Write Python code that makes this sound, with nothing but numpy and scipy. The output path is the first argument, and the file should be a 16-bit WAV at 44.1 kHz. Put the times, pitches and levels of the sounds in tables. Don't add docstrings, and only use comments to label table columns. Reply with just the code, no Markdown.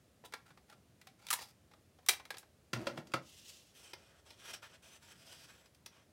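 import sys
import numpy as np
from scipy import signal
from scipy.fft import rfft, irfft
from scipy.io import wavfile
from scipy.ndimage import uniform_filter1d

SR = 44100
rng = np.random.default_rng(int(sys.argv[2]) if len(sys.argv) > 2 else 0)


def output_pcm(signal):
    pcm = np.clip(np.atleast_2d(signal).T, -1, 1) * 32767
    wavfile.write(sys.argv[1], SR, np.round(pcm).astype(np.int16))


N = 269892
TIME = np.arange(N) / SR


def amp(db):
    return 10 ** (np.asarray(db) / 20)


def unit(x):
    return x / np.sqrt(np.mean(x ** 2))


def band(x, edges_hz):
    return signal.sosfilt(signal.butter(4, edges_hz, "bandpass", fs=SR, output="sos"), x)


def colour(x, spectrum):
    hz, db = np.transpose(spectrum)
    bins_hz = np.maximum(np.fft.rfftfreq(len(x), 1 / SR), 1)
    return irfft(rfft(x) * amp(np.interp(np.log(bins_hz), np.log(hz), db)), len(x))


def resonate(x, modes):
    return sum(amp(db) * signal.lfilter(*signal.iirpeak(hz, hz / width_hz, SR), x)
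               for hz, width_hz, db in modes)


def fade(t, t60_s):
    return np.exp(-np.log(1000) * t / t60_s)


def walk(rate_hz):
    knots = rng.standard_normal(4096)
    return unit(np.interp(TIME * rate_hz, np.arange(len(knots)), knots))


def follow(curve):
    times_s, db = np.transpose(curve)
    gain = amp(np.interp(TIME, times_s, db)) * (TIME >= times_s[0]) * (TIME <= times_s[-1])
    return uniform_filter1d(gain, size=256)


def add(out, start_s, sound):
    start = int(start_s * SR)
    out[start:start + len(sound)] += sound[:N - start]


def slips(rate_hz, spread_db):
    happens = rng.random(N) < rate_hz / SR
    signs = rng.choice([-1, 1], N)
    sizes = amp(spread_db * np.clip(rng.standard_normal(N), -3, 3))
    return unit(happens * signs * sizes)


def flexing(x, modes, swell_db, rate_hz):
    return unit(sum(amp(swell_db * walk(rate_hz)) * resonate(x, [mode]) for mode in modes))


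BAND_CENTRES_HZ = [300, 1400, 3300, 9700]
HARDNESS_TILT = [-2.5, -0.84, 1.5]

def contacts(hits, voicing_db, lift_db, contact_s, softening):
    rows, lift_width_octaves = [], .55
    for start_s, level_db, hardness, ring_hz in hits:
        near_ring = np.exp(-(np.log2(ring_hz / np.array(BAND_CENTRES_HZ)) / lift_width_octaves) ** 2)
        tilt_db = np.insert(voicing_db + hardness * np.array(HARDNESS_TILT), 2, 0)
        bass, mid, treble, air = lift_db * near_ring + tilt_db
        length_s = contact_s * np.exp(-softening * hardness)
        rows.append((start_s, level_db + treble, bass - treble, mid - treble, air - treble,
                     ring_hz, length_s))
    return rows


# low_hz, high_hz
BANDS = [(80, 750), (750, 2000), (2000, 5500), (5500, 17000)]

def blows(events, spectrum, modes, modes_db, ring_db, ring_t60_1khz_s, shiver_db, shiver_t60_s,
          attack_s):
    out, t = np.zeros(N), np.arange(SR // 5) / SR
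    hz, width_hz, db = np.transpose(modes)[:, :, None]
    mode_envelopes = amp(db) * np.exp(-np.pi * width_hz * t) * (1 - np.exp(-t * hz / 2))
    for start_s, level_db, bass_db, mid_db, air_db, ring_hz, contact_s in events:
        rattle = unit(colour(rng.standard_normal(len(t)), spectrum))
        rattle *= np.exp(-(t / contact_s) ** 2) + amp(shiver_db) * fade(t, shiver_t60_s)
        body = np.sum(mode_envelopes * np.sin(2 * np.pi * (hz * t + rng.random(hz.shape))), axis=0)
        ring_t60_s = ring_t60_1khz_s * np.sqrt(1000 / ring_hz)
        spot = np.sin(2 * np.pi * ring_hz * t) * fade(t, ring_t60_s) * (1 - np.exp(-t * ring_hz / 2))
        hit = (rattle + amp(modes_db) * body + amp(ring_db) * spot) * (1 - np.exp(-t / attack_s))
        for edges_hz, band_db in zip(BANDS, [bass_db, mid_db, 0, air_db]):
            part = band(hit, edges_hz)
            peak_rms = np.sqrt(uniform_filter1d(part ** 2, size=300, mode="constant").max())
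            add(out, start_s, part / peak_rms * amp(level_db + band_db))
    return out


# low_hz, high_hz
RUB_BANDS = [(400, 2500), (2500, 7000), (7000, 17000)]

def friction(strokes, grain, trims_db, ring_db, ring_width_ratio, attack_share, release_s):
    gains, spots = np.zeros((3, N)), np.zeros(N)
    for start_s, length_s, level_db, swell_db, bright_db, ring_hz in strokes:
        piece = grain[int(start_s * SR):int((start_s + length_s + 10 * release_s) * SR)]
        t = np.arange(len(piece)) / SR
        progress = np.minimum(t / length_s, 1)
        attack = np.minimum(progress / attack_share, 1)
        release = np.exp(-np.maximum(t - length_s, 0) / release_s)
        envelope = amp(level_db + swell_db * (progress - .5)) * attack * release
        for gain, tilt_db in zip(gains, [-bright_db, 0, bright_db]):
            add(gain, start_s, envelope * amp(tilt_db))
        spot = unit(resonate(piece, [(ring_hz, ring_hz * ring_width_ratio, 0)]))
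        add(spots, start_s, envelope * amp(ring_db) * spot)
    return spots + sum(unit(band(grain, edges_hz)) * gain * amp(db)
                       for edges_hz, gain, db in zip(RUB_BANDS, gains, trims_db))


# freq_hz, gain_db
ROOM_SPECTRUM = [(15, -61.5), (25, -39), (61, -4.5), (80, -1), (108, -4), (175, -6.5), (301, -10.5),
                 (463, -13), (503, -12.5), (591, -12.5), (887, -22.5), (1130, -22.5), (9840, -30.5),
                 (13200, -34.5), (16000, -37)]

def room_tone():
    air = unit(colour(rng.standard_normal(N), ROOM_SPECTRUM))
    waver = .15 * walk(rate_hz=6) * band(air, (50, 600))
    return amp(-68.5) * (air + waver)


# freq_hz, gain_db
PLASTIC_SPECTRUM = [(100, -44.5), (300, -14), (450, -10), (700, -9), (1200, -4.5), (2300, -4.5),
                    (3800, -3.5), (4700, -7), (7000, -6), (8700, -2.5), (13000, -6.5), (16000, -10.5)]
# freq_hz, width_hz, gain_db
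PLASTIC_MODES = [(1990, 88, -10), (2380, 23, -4.5), (3430, 24, -2.0), (3885, 21, 1.5), (4700, 210, -3.5),
                 (5920, 33, -17.5), (7200, 39, -14.5), (8750, 39, -8), (9200, 36, -12.5), (10800, 20, -0.5),
                 (839, 94, 2), (1357, 40, 3.5)]
# start_s, level_db, hardness_steps, ring_hz
CLICKS = [(0.238, -70, -7.5, 1000), (0.247, -63, 2, 900), (0.323, -59, 0, 1750),
          (0.3365, -46.5, -0.5, 1374), (0.504, -68, -3, 1470), (0.573, -67.5, -3, 1180),
          (0.698, -62.5, 0.8, 840), (0.725, -67.5, -2, 1204), (1.0137, -63, 2.5, 1990),
          (1.07, -57.5, 0.5, 770), (1.267, -57, 6, 3400), (1.2853, -54, 3.5, 3060),
          (1.388, -53.5, -1, 1910), (1.411, -61, -3.5, 1220), (1.713, -70, -2.5, 857),
          (1.735, -67.5, -2.5, 1205), (1.986, -71, -4, 738), (2.029, -80, -2.5, 1000),
          (2.0623, -56.5, 7, 1130), (2.133, -49, 1.8, 2700), (2.197, -59.5, -3, 1056),
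          (2.252, -58.5, 0.5, 2140), (2.3043, -45, -0.2, 1627), (2.341, -58, -2.5, 2630),
          (2.355, -70, -3.5, 753), (2.369, -56.5, 1.5, 4470), (2.3825, -58, 8.5, 870),
          (2.4285, -69, -3.5, 1570)]
# start_s, level_db, bass_rel_db, mid_rel_db, air_rel_db, ring_hz, rebound_s
SNAPS = [(1.304, -39, -30, 0.5, 4.5, 1202, 0.0059), (1.328, -38.5, -16.5, 0, 5, 999, .0075),
         (2.0862, -27.5, -19, -8.5, .5, 2380, .0043)]

def dispenser():
    clicks = contacts(CLICKS, voicing_db=[-6, -2.5, -6], lift_db=5.5, contact_s=.007, softening=.12)
    snap_contact_s, rebound_db = .0046, -1
    snaps = [(start_s + lag_s, level_db + step_db, *tone, snap_contact_s)
             for start_s, level_db, *tone, rebound_s in SNAPS
             for lag_s, step_db in [(0, 0), (rebound_s, rebound_db)]]
    return blows(clicks + snaps, PLASTIC_SPECTRUM, PLASTIC_MODES, modes_db=-20, ring_db=-5,
                 ring_t60_1khz_s=.069, shiver_db=-8, shiver_t60_s=.12, attack_s=.0003)


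# start_s, length_s, level_db, swell_db, bright_db, ring_hz
PEELS = [(0.25, .011, -61.5, 0, 5.5, 3550), (0.455, 0.064, -75, -12, -0.5, 1400),
         (0.673, 0.066, -74.5, 1, 0.5, 1330), (1.175, 0.11, -72, 11, -1, 2100),
         (1.38, .055, -56, -4.5, 4.5, 4940), (1.445, 0.068, -70.5, -5, 5, 5040)]

def tape_peel():
    crackle = slips(rate_hz=9000, spread_db=5.5) * amp(2 * walk(rate_hz=120))
    shell = flexing(crackle, PLASTIC_MODES, swell_db=3, rate_hz=55)
    grain = unit(colour(crackle, PLASTIC_SPECTRUM)) + .5 * shell
    return friction(PEELS, grain, trims_db=[2.5, -1.5, -6], ring_db=-3.5, ring_width_ratio=.12,
                    attack_share=.23, release_s=.011)


# freq_hz, gain_db
TABLE_SPECTRUM = [(50, -19), (110, 11.5), (550, 4), (1400, -0.5), (3200, -2.5), (6000, -16.5), (16000, -33)]
# freq_hz, width_hz, gain_db
TABLE_MODES = [(137, 14, -10), (329.5, 33, 4), (536, 36, -2), (760, 51, -17), (1026, 78, 8), (1373, 81, 11),
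               (2040, 65, -28), (2718, 46, -4), (3313, 98, 2.5), (4690, 115, -6)]
# start_s, level_db, hardness_steps, ring_hz
KNOCKS = [(2.7312, -38.5, 1.16, 119), (2.868, -40.5, -0.8, 557), (2.974, -50, -1.3, 143.6),
          (3.0695, -66, 6, 333), (3.118, -61.5, 3.5, 2570), (3.1365, -38, -0.23, 1287)]

def table_knocks():
    knocks = contacts(KNOCKS, voicing_db=[2.5, 2, -6.5], lift_db=4, contact_s=.0066, softening=.038)
    return blows(knocks, TABLE_SPECTRUM, TABLE_MODES, modes_db=.5, ring_db=9.5,
                 ring_t60_1khz_s=.055, shiver_db=-5.5, shiver_t60_s=.12, attack_s=.0016)


# time_s, level_db
DRAG = [(2.763, -33), (2.783, -38), (2.857, -40), (2.881, -38), (2.929, -46.5), (2.993, -38.5),
        (3.031, -59), (3.12, -50.5)]

def dispenser_drag():
    judder = slips(rate_hz=1500, spread_db=2)
    groan_modes = [(322, 28, -5.5), (221, 46, -7), (132, 24, -4.5), (598, 41, -15)]
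    scrape_spectrum = [(60, -32), (130, -34), (300, 10.5), (430, -17), (600, 0), (900, -10),
                       (5000, -19.5), (15000, -35)]
    groan = unit(resonate(judder, groan_modes))
    scrape = unit(colour(judder, scrape_spectrum))
    return follow(DRAG) * (amp(-11) * groan + amp(-16) * scrape)


def paper_fibres():
    return slips(rate_hz=14000, spread_db=1.5) * amp(1.6 * walk(rate_hz=70))


# freq_hz, gain_db
GLIDE_SPECTRUM = [(300, -20), (1500, -16.5), (2400, -10.5), (2700, -1.5), (4200, -5.5), (6000, -4.5),
                  (8500, -9.5), (16000, -20)]
# time_s, level_db
GLIDE = [(3.22, -65), (3.3, -59.5), (3.44, -58.5), (3.494, -52.5), (3.538, -61), (3.716, -68.5),
         (3.74, -68)]

def cutout_glide(fibres):
    return amp(-2.4) * unit(colour(fibres, GLIDE_SPECTRUM)) * follow(GLIDE)


# freq_hz, gain_db
PAPER_SPECTRUM = [(180, -50), (330, 7.5), (600, 0), (1300, -3.5), (2100, -2), (3200, 3.5), (4400, 1),
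                  (5600, 1.5), (6800, -7), (8300, -1.5), (11000, -3.5), (16000, -11)]
# freq_hz, width_hz, gain_db
PLATE_MODES = [(650, 93, -3), (945, 59, -3.5), (1470, 480, 1), (2463, 53, 2), (3195, 310, -2),
               (5470, 180, -3), (6090, 89, 1), (7940, 1360, -5.5)]
# start_s, length_s, level_db, swell_db, bright_db, ring_hz
RUBS = [(3.735, .095, -64, -1, 2, 7350), (3.825, 0.097, -63.5, -1.5, -1, 3190),
        (3.95, 0.25, -72, -10, -4, 2360), (4.248, 0.1, -66.5, -10, -2.5, 2500),
        (4.35, 0.16, -61.5, 22.5, 0, 5600), (4.532, 0.02, -51, -3.5, 0.5, 5420),
        (4.618, 0.056, -62.5, -10, -1, 8000), (4.675, 0.083, -68, 7, -5, 2410),
        (4.818, 0.15, -64, -5, 0.5, 5850), (5.003, 0.12, -65, 6, 0, 7950),
        (5.13, 0.2, -66.5, 15.5, 0.5, 4900), (5.325, 0.13, -64, 5.5, 1, 4700),
        (5.465, 0.21, -68.5, -14, -0.5, 8040), (5.9, 0.13, -74, -2.5, -5.5, 1100)]

def finger_rubs(fibres):
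    plate = flexing(fibres, PLATE_MODES, swell_db=4, rate_hz=14)
    grain = unit(colour(fibres, PAPER_SPECTRUM)) + .6 * plate
    return friction(RUBS, grain, trims_db=[-2.5, -1.5, -5.5], ring_db=-8.5, ring_width_ratio=.035,
                    attack_share=.19, release_s=.011)


# start_s, level_db, hardness_steps, ring_hz
FLICKS = [(3.9325, -49.5, -1, 2120), (4.304, -60, 0, 3430), (4.541, -55.5, 2.5, 5720),
          (4.627, -66, -1.8, 910), (5.657, -67.5, 0, 6080), (5.746, -69.5, 4, 720), (5.86, -52, 3.2, 5720)]

def edge_flicks():
    flicks = contacts(FLICKS, voicing_db=[-8, -5.5, -6.5], lift_db=4.5, contact_s=.0078, softening=.027)
    return blows(flicks, PAPER_SPECTRUM, PLATE_MODES, modes_db=-7.5, ring_db=-4,
                 ring_t60_1khz_s=.044, shiver_db=-18, shiver_t60_s=.074, attack_s=.0011)


def room(x, wet_db, low_t60_s, high_t60_s, onset_s):
    t = np.arange(SR // 2) / SR
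    noise = rng.standard_normal(len(t))
    t60s = np.geomspace(low_t60_s, high_t60_s, len(BANDS))
    tail = sum(band(noise, edges_hz) * fade(t, t60_s) for edges_hz, t60_s in zip(BANDS, t60s))
    tail *= 1 - np.exp(-(t / onset_s) ** 2)
    return x + amp(wet_db) * signal.fftconvolve(x, tail / np.linalg.norm(tail))[:N]


def scene():
    plastic = room(dispenser() + tape_peel(), wet_db=-13, low_t60_s=.33, high_t60_s=.18, onset_s=.003)
    wood = table_knocks() + dispenser_drag()
    fibres = paper_fibres()
    paper = cutout_glide(fibres) + finger_rubs(fibres) + edge_flicks()
    tabletop = room(wood + paper, wet_db=-10.5, low_t60_s=.26, high_t60_s=.13, onset_s=.0058)
    return (plastic + tabletop + room_tone())[None]


def record(dry):
    low_hz, top_hz = 45, 15800
    thin = signal.sosfilt(signal.butter(2, low_hz, "highpass", fs=SR, output="sos"), dry)
    return signal.sosfilt(signal.ellip(8, .2, 70, top_hz, fs=SR, output="sos"), thin)


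dry = scene()
out = record(dry)
output_pcm(out)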